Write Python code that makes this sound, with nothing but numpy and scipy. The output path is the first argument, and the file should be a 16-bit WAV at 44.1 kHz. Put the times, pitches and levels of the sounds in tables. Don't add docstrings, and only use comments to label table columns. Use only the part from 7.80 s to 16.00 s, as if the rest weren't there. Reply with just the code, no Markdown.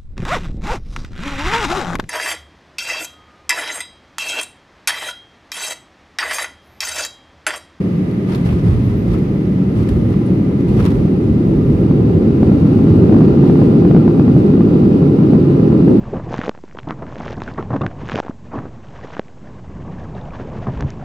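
import sys
import numpy as np
from scipy import signal
from scipy.fft import rfft, irfft, next_fast_len
from scipy.io import wavfile
from scipy.ndimage import uniform_filter1d, minimum_filter1d

SR = 44100
rng = np.random.default_rng(int(sys.argv[2]) if len(sys.argv) > 2 else 0)


def transcribe(signal):
    frames = np.atleast_2d(signal).T
    limited = np.clip(frames, -1, 1)
    pcm = np.round(limited * 32767).astype(np.int16)
    wavfile.write(sys.argv[1], SR, pcm)


N = 361619
TIME = np.arange(N) / SR
FFT_SIZE = next_fast_len(N)
FREQS = np.maximum(np.arange(FFT_SIZE // 2 + 1) * SR / FFT_SIZE, 1)

# freq_hz, correlation
STEREO_LIKENESS = [(60, 0.98), (160, 0.99), (300, 0.96), (420, 0.84), (530, 0.67), (650, 0.1), (790, -0.56),
                   (1000, 0.15), (1250, .15), (1550, -0.37), (1900, -0.051), (2450, -0.0022), (3300, -.1),
                   (4400, 0.19), (5300, .05), (14000, 0)]
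# freq_hz, left_minus_right_db
STEREO_LEAN = [(110, -0.6), (240, 1), (380, -1), (780, -1.9), (1000, 2.5), (1200, -1.5), (1500, 2),
               (1900, -.8), (3000, 0), (3800, 2.5), (5500, .3), (10000, -0.7)]
# time_s, effort_db
BRAKING_EFFORT = [(0, -24.5), (.9, -23), (1.9, -21), (2.5, -19), (3.5, -17.5), (4.6, -14.8), (5.35, -11),
                  (6.2, -12.5), (7.3, -12.5), (8.2, -13)]

# freq_hz, level_db
AIR_SPECTRUM = [(200, -5), (500, 14), (680, 8.5), (900, 0), (1400, -4), (1550, -1.5), (2000, -1),
                (2800, -7), (3800, -12), (5000, -19), (6200, -19), (7100, -26), (10000, -24),
                (12000, -25.5), (14000, -32.5)]
# pitch_hz, width_hz, boost_db
DUCT_MODES = [(970, 61, 4), (1218, 80, 9.5), (2037, 71, 5), (4930, 200, 6)]
# freq_hz, level_db
WASH_SPECTRUM = [(400, -15.5), (600, -9.5), (790, 1), (920, -7.5), (1380, -12.5), (1560, -12),
                 (2200, -18.5), (2900, -19.5), (3200, -21), (4800, -25), (5500, -29), (6300, -32),
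                 (7000, -40), (14000, -52)]
# pitch_hz, width_hz, boost_db
WALL_MODES = [(792, 110, 6.5), (1006, 76, 7), (1204, 28, 8.5), (1361, 120, 10.5), (2530, 170, 5.5),
              (2830, 160, 6), (3830, 190, 4), (4650, 200, 4)]
# time_s, pitch_hz, level_db
IDLE_TONE = [(0, 186, -19), (.35, 184, -27), (.55, 178, -21), (.85, 180, -20), (1.1, 181, -46),
             (1.35, 182, -25), (1.55, 186, -24.5), (1.8, 186, -18.5), (2.1, 184, -27.5), (3, 182, -27),
             (8.2, 182, -33.5)]

# freq_hz, level_db
CHATTER_SPECTRUM = [(400, -12.5), (750, 6.5), (1250, -1.5), (1600, -5.5), (2600, -9), (4500, -16.5),
                    (7000, -25.5), (9700, -24), (14000, -30.5)]
# crest_s, rise_s, fall_s, level_db
RUB_STROKES = [(.54, .042, .016, -36), (.665, .02, .05, -40.5), (.8, .02, .018, -41),
               (.875, .03, .04, -40.5), (1.34, .035, .02, -40.5), (2.02, .03, .025, -45),
               (2.09, .03, .03, -43), (2.33, .025, .018, -44), (2.468, .015, .025, -48),
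               (2.97, .008, .015, -40), (3.002, .026, .011, -34), (3.03, .01, .02, -39.5),
               (3.061, .009, .014, -33.5)]
# freq_hz, level_db
RUB_SPECTRUM = [(500, 7.5), (1100, 6), (1600, 3), (2700, -5), (4200, -10), (5800, -10), (7200, -26),
                (9700, -17), (14000, -25)]
# start_s, pitch_hz, width_hz, level_db, rise_s, t60_s
SQUEAKS = [(.548, 3800, 1300, -35, .002, .025), (.689, 2500, 900, -34, .002, .05),
           (.704, 2400, 1000, -40.5, .004, .11), (1.035, 13600, 800, -59, .015, .25),
           (1.155, 13600, 700, -56.5, .02, .45), (2.452, 9450, 700, -52.5, .012, .17)]
# start_s, level_db, t60_s
CLICKS = [(.312, -41.5, .03), (.5485, -31.5, 0.035), (.556, -38, .06), (.578, -43, .04), (.655, -41, .09),
          (1.108, -47, .05), (1.338, -42, .04), (1.385, -44, .04), (2.031, -42, .03), (2.089, -34, 0.07),
          (2.306, -44, .03), (2.415, -48, .04), (2.806, -43, 0.08), (2.885, -44, 0.15), (3.002, -38, .04),
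          (3.053, -29.5, 0.035), (3.062, -31, .035), (3.108, -42, .07), (3.44, -47, .03)]
# freq_hz, level_db
CLICK_SPECTRUM = [(700, -14), (1500, 7), (4000, 2.5), (7000, -8), (9700, -7.5), (14000, -9)]
# start_s, level_db, t60_s
JOLTS = [(.495, -31, 0.09), (.547, -27, 0.045), (.689, -29.5, 0.06), (.722, -33, .04), (.781, -31.5, .08),
         (.914, -30, .05), (.927, -28, 0.05), (1.342, -25, 0.085), (2.158, -31, .05), (2.338, -26, 0.05),
         (2.963, -34, .05), (2.995, -23, 0.06), (3.003, -25, .045), (3.03, -31, .05), (3.053, -23, 0.045),
         (3.063, -21, .07), (3.107, -32, .04), (3.197, -31, .04)]
# freq_hz, level_db
PANEL_SPECTRUM = [(400, 4), (750, -17), (1000, 7), (1300, 7), (1600, -13), (2700, -6), (4500, -27),
                  (7000, -34), (14000, -43)]
# pitch_hz, width_hz, boost_db
PANEL_MODES = [(960, 75, 2), (1215, 150, 0), (2730, 210, 2)]
# pitch_hz, level_db, t60_s
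RATTLE_MODES = [(590, -0.5, 0.014), (614, -1.5, 0.026), (750, 1.5, 0.013), (905, -6, .02),
                (1010, -2.5, 0.035), (1184, -3.5, 0.045), (1350, -9, 0.0092)]

# start_s, hold_s, shudder_db, boom_db, chatter_db
WHEEL_BUMPS = [(0.464, 0.043, -30, -29, -36), (0.634, 0.056, -29, -15.5, -37),
               (0.825, 0.073, -18, -11, -39.5), (0.97, 0.12, -36, -15.5, -43.5),
               (1.245, 0.074, -17.5, -19, -41.5), (1.93, 0.045, -46, -15, -38.5),
               (2.086, 0.062, -18, -16, -47), (2.222, 0.04, -29, -15, -44.5), (2.436, 0.081, -32, -22, -62),
               (2.86, 0.043, -19, -15.5, -38.5), (2.963, 0.046, -20, -13.5, -34),
               (3.122, 0.056, -19, -18.5, -58), (3.422, 0.068, -32.5, -15.5, -66),
               (3.635, 0.11, -21, -30, -57.5), (3.782, 0.21, -20.5, -18.5, -63),
               (4.074, 0.32, -43.5, -16.5, -63.5), (4.59, 0.5, -34.5, -17.5, -44),
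               (5.09, 0.058, -32, -9.5, -51), (5.617, 0.2, -40, -31, -42)]
# freq_hz, level_db
SHUDDER_SPECTRUM = [(12, -39.5), (24, -16.5), (36, -4), (48, 13), (58, 12), (75, -1), (120, -57)]
# freq_hz, level_db
BOOM_SPECTRUM = [(35, -52), (55, -21), (68, -2), (90, 0), (112, 5), (135, -7), (190, -47), (400, -79)]
# pitch_hz, width_hz, boost_db
FLOOR_MODE = [(114.3, 6.3, 4.5)]

# freq_hz, level_db
DRONE_SPECTRUM = [(70, -35.5), (110, -15), (135, -2.5), (175, -3), (220, -3.5), (260, -21), (350, -22.5),
                  (700, -75.5)]
# freq_hz, level_db
ROAR_SPECTRUM = [(150, -40.5), (230, 0.5), (265, 0.5), (335, -0.5), (375, -3), (420, -5.5), (470, -11),
                 (550, -16.5), (650, -24), (900, -32), (1600, -70)]
# pitch_hz, width_hz, boost_db
CABIN_MODES = [(271, 40, 2.4), (345, 20, 1.3), (402, 17, 2)]
# crest_s, drone_db, roar_db
SURGES = [(.5, -40, -27), (.7, -21, -40), (1.36, -30, -22), (2.55, -17, -19), (2.98, -12.5, -39),
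          (3.24, -21, -27), (3.73, -35.5, -17), (5.1, -11, -28), (5.39, -13, -14), (6.17, -10.5, -21),
          (6.57, -7, -19), (7.051, -14, -29), (7.54, -16, -13.5), (8.11, -29, -7)]
# crest_s, level_db
BUFFETS = [(4.112, 1.1), (4.631, 3.1), (4.718, 3), (4.829, .8), (5.296, 1.6), (5.326, 4), (5.345, 3.7),
           (5.366, 3.6), (5.407, 2.6), (5.418, 2.1), (5.468, 1.3), (5.637, 1.7), (5.698, 1.8), (5.757, 1),
           (5.817, 3.9), (6.021, 1.5), (6.051, 2.8), (6.112, 4.2), (6.149, 4.2), (6.165, 4.9), (6.279, 3.2),
           (6.397, 2.1), (6.48, 2.7), (6.566, 1.8), (6.808, 1), (7.035, 1), (7.23, 2.7), (7.534, 3.8),
           (7.552, 1.1), (7.929, 1.1), (8.004, 1), (8.079, 2.4)]

TOUCHDOWN_S, BUMP_ATTACK_S = .5, 0.033


def from_db(db):
    return 10 ** (np.asarray(db) / 20)


def rms_one(x):
    return x / np.sqrt(np.mean(x ** 2) + 1e-20)


def over_hz(points):
    hz, value = np.transpose(points)
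    return np.interp(np.log(FREQS), np.log(hz), value)


def drift(rate_hz):
    spectrum = rfft(rng.standard_normal(FFT_SIZE)) / (1 + (FREQS / rate_hz) ** 2)
    return rms_one(irfft(spectrum, FFT_SIZE)[:N])


def white():
    return rng.standard_normal((2, FFT_SIZE))


def colour(drive, spectrum, resonances=()):
    level_db = over_hz(spectrum)
    for hz, width_hz, boost_db in resonances:
        level_db = level_db + boost_db / (1 + (2 * (FREQS - hz) / width_hz) ** 2)
    alike = np.clip(over_hz(STEREO_LIKENESS), -1, 1)
    mid, side = rfft(drive) * from_db(level_db) * np.sqrt([1 + alike, 1 - alike])
    lean = from_db(over_hz(STEREO_LEAN) / 2)
    left_right = np.array([(mid + side) * lean, (mid - side) / lean])
    return rms_one(irfft(left_right, FFT_SIZE)[:, :N])


def steady(x, span_s):
    power = uniform_filter1d(np.mean(x ** 2, axis=0), max(int(span_s * SR), 2))
    return x / np.sqrt(power + 1e-9)


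def limit(x, ceiling):
    window = SR // 120
    peaks = -minimum_filter1d(-np.abs(x).max(axis=0), window)
    return x / uniform_filter1d(np.maximum(peaks / ceiling, 1), window)


def decay(start_s, t60_s):
    out = np.zeros(N)
    at = round(start_s * SR)
    age = TIME[:min(SR // 2, N - at)]
    out[at:at + len(age)] = from_db(-60 * age / t60_s)
    return out


def braking_gain(full_db, follow, full_effort_db=-12):
    time_s, effort_db = np.transpose(BRAKING_EFFORT)
    return from_db(full_db + follow * (np.interp(TIME, time_s, effort_db) - full_effort_db))


def bump_envelope(layer, t60_s):
    column = ("shudder", "boom", "chatter").index(layer)
    power = np.zeros(N)
    for start_s, hold_s, *levels_db in WHEEL_BUMPS:
        at = round(start_s * SR)
        age = TIME[:min(SR, N - at)]
        attack = np.minimum(age / BUMP_ATTACK_S, 1)
        release = from_db(-60 * np.maximum(age - BUMP_ATTACK_S - hold_s, 0) / t60_s)
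        power[at:at + len(age)] += (from_db(levels_db[column]) * attack * release) ** 2
    return np.sqrt(power)


def surge_envelope(layer, half_width_s=0.041):
    column = ("drone", "roar").index(layer)
    return sum(from_db(levels_db[column]) * np.exp(-((TIME - crest_s) / half_width_s) ** 2)
               for crest_s, *levels_db in SURGES)


def airflow(start_db, fade_db_per_s):
    return from_db(start_db - fade_db_per_s * TIME) * colour(white(), AIR_SPECTRUM, DUCT_MODES)


def spoiler_wash(flutter_db):
    surges = from_db(-37.5) * surge_envelope("drone")
    swell = np.hypot(braking_gain(full_db=-34, follow=0.96), surges)
    return swell * from_db(flutter_db * drift(25)) * colour(white(), WASH_SPECTRUM, WALL_MODES)


def engine_hum(waver_hz, waver_db):
    time_s, pitch_hz, level_db = np.transpose(IDLE_TONE)
    wavering_hz = np.interp(TIME, time_s, pitch_hz) + waver_hz * drift(9)
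    tone = np.sqrt(2) * np.sin(2 * np.pi * np.cumsum(wavering_hz) / SR)
    return tone * from_db(np.interp(TIME, time_s, level_db) + waver_db * drift(7.3))


def trim_chatter(contacts_per_s, spread_db, clump_db):
    sizes = from_db(spread_db * np.minimum(rng.exponential(1, FFT_SIZE), 3))
    contacts = (rng.random(FFT_SIZE) < contacts_per_s / SR) * sizes * np.sign(white())
    shaking = np.hypot(braking_gain(full_db=-58, follow=.35), bump_envelope("chatter", t60_s=0.94))
    clumps = from_db(clump_db * drift(70))
    return shaking * clumps * colour(rms_one(contacts) + 0.18 * white(), CHATTER_SPECTRUM)


def trim_rubs(slips_per_s, spread_db, grain_db):
    strokes = np.zeros(N)
    for crest_s, rise_s, fall_s, level_db in RUB_STROKES:
        slope_s = np.where(TIME < crest_s, rise_s, fall_s)
        strokes += from_db(level_db) * np.exp(-((TIME - crest_s) / slope_s) ** 2)
    sizes = from_db(spread_db * np.clip(rng.standard_normal(FFT_SIZE), -2, 1))
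    slips = (rng.random(FFT_SIZE) < slips_per_s / SR) * sizes * np.sign(white())
    return strokes * from_db(grain_db * drift(150)) * colour(slips, RUB_SPECTRUM)


def joint_squeaks():
    out = np.zeros((2, N))
    for start_s, hz, width_hz, level_db, rise_s, t60_s in SQUEAKS:
        band = signal.butter(2, [hz - width_hz / 2, hz + width_hz / 2], "band", fs=SR, output="sos")
        stroke = uniform_filter1d(decay(start_s + rise_s / 2, t60_s), int(rise_s * SR))
        out += from_db(level_db) * stroke * rms_one(signal.sosfilt(band, white()[:, :N]))
    return out


def fitting_clicks(gain_db):
    snaps = sum(from_db(level_db + gain_db) * (decay(start_s, t60_s) + decay(start_s, t60_s / 6))
                for start_s, level_db, t60_s in CLICKS)
    return snaps * colour(white(), CLICK_SPECTRUM)


def panel_knocks(gain_db, rough_db, attack_s):
    jolts = sum(from_db(level_db + gain_db) * decay(start_s, t60_s) for start_s, level_db, t60_s in JOLTS)
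    pole = np.exp(-1 / (attack_s * SR))
    softened = signal.lfilter([1 - pole], [1, -pole], jolts + 1e-18)
    return softened * from_db(rough_db * drift(120)) * colour(white(), PANEL_SPECTRUM, PANEL_MODES)


def bin_rattles(hits_per_s, spread_db, buffet_boost_db):
    hits = (rng.random(N) < hits_per_s / SR) * from_db(spread_db * np.clip(rng.standard_normal(N), -2, 1))
    for crest_s, level_db in BUFFETS:
        hits[round(crest_s * SR)] += from_db(buffet_boost_db + level_db)
    at = np.flatnonzero(hits)
    ringing = np.zeros((2, N))
    for hz, level_db, t60_s in RATTLE_MODES:
        drive = np.zeros((2, N))
        drive[:, at] = hits[at] * rng.choice([-1, -0.83, 0.75, 0.97], (len(at), 2)).T
        radius, angle = from_db(-60 / (t60_s * SR)), 2 * np.pi * hz / SR
        resonator = [1, -2 * radius * np.cos(angle), radius ** 2]
        ringing += from_db(level_db) * signal.lfilter([1, 0, -1], resonator, drive + 1e-18)
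    dulled = signal.sosfilt(signal.butter(2, 1600, fs=SR, output="sos"), ringing)
    return braking_gain(full_db=-41, follow=1.3) * rms_one(dulled)


def wheels(airborne_db, roll_db, fade_db_per_s):
    on_ground = np.clip((TIME - TOUCHDOWN_S) / BUMP_ATTACK_S, 0, 1)
    rolling = from_db(airborne_db) + on_ground * from_db(roll_db - fade_db_per_s * TIME)
    shudder_bumps = from_db(-3.5) * bump_envelope("shudder", t60_s=0.22)
    boom_bumps = from_db(-1.0) * bump_envelope("boom", t60_s=0.6)
    wheel_load = braking_gain(full_db=-21, follow=0.39)
    shudder = steady(colour(white(), SHUDDER_SPECTRUM), span_s=0.18)
    boom = steady(colour(white(), BOOM_SPECTRUM, FLOOR_MODE), span_s=0.14)
    return np.hypot(rolling, shudder_bumps) * shudder + np.hypot(wheel_load, boom_bumps) * boom


def braking_roar():
    drone_gain = np.hypot(braking_gain(full_db=-11.5, follow=0.7), surge_envelope("drone"))
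    roar_gain = np.hypot(braking_gain(full_db=-11.5, follow=0.96), surge_envelope("roar"))
    drone = steady(colour(white(), DRONE_SPECTRUM), span_s=0.17)
    roar = steady(colour(white(), ROAR_SPECTRUM, CABIN_MODES), span_s=.15)
    return drone_gain * drone + roar_gain * roar


def buffeted(rumble, centre_hz, merge_s):
    out = rumble.copy()
    offsets = np.arange(-(SR // 80), SR // 80)
    duck = 1 - 0.62 * np.exp(-(offsets / SR / merge_s) ** 4)
    for crest_s, level_db in BUFFETS:
        detune_db, polarity = rng.normal(0, .35, 2)
        phase = np.pi * centre_hz * from_db(detune_db) * offsets / SR
        swing = (1 - 2 * phase ** 2) * np.exp(-phase ** 2)
        at = round(crest_s * SR) + offsets
        out[:, at] = out[:, at] * duck + np.sign(polarity) * from_db(level_db) * swing
    return out


def scene():
    rumble = wheels(airborne_db=-49.5, roll_db=-30.5, fade_db_per_s=2) * from_db([[-.6], [.6]])
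    rumble += engine_hum(waver_hz=7, waver_db=2.3) + braking_roar()
    rumble = buffeted(limit(rumble, ceiling=1.1), centre_hz=185, merge_s=.0028)
    interior = trim_chatter(contacts_per_s=2200, spread_db=1.8, clump_db=1.3)
    interior += trim_rubs(slips_per_s=1100, spread_db=3, grain_db=2.2)
    interior += panel_knocks(gain_db=-4.1, rough_db=1.0, attack_s=0.0016)
    interior += fitting_clicks(gain_db=-2.5) + joint_squeaks()
    interior += bin_rattles(hits_per_s=30, spread_db=2, buffet_boost_db=2.5)
    air = airflow(start_db=-35.5, fade_db_per_s=0.76) + spoiler_wash(flutter_db=0.65)
    return air + interior + rumble


def record(dry):
    clipped = dry / (1 + (np.abs(dry) / .93) ** 24) ** (1 / 24)
    edge_fades = np.minimum(np.minimum(TIME, TIME[::-1]) / .004, 1)
    low_cut = signal.butter(1, 8, "high", fs=SR, output="sos")
    high_cut = signal.ellip(10, .1, 80, 14000, fs=SR, output="sos")
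    return signal.sosfilt(high_cut, signal.sosfilt(low_cut, clipped * edge_fades))


dry = scene()
out = record(dry)
transcribe(out)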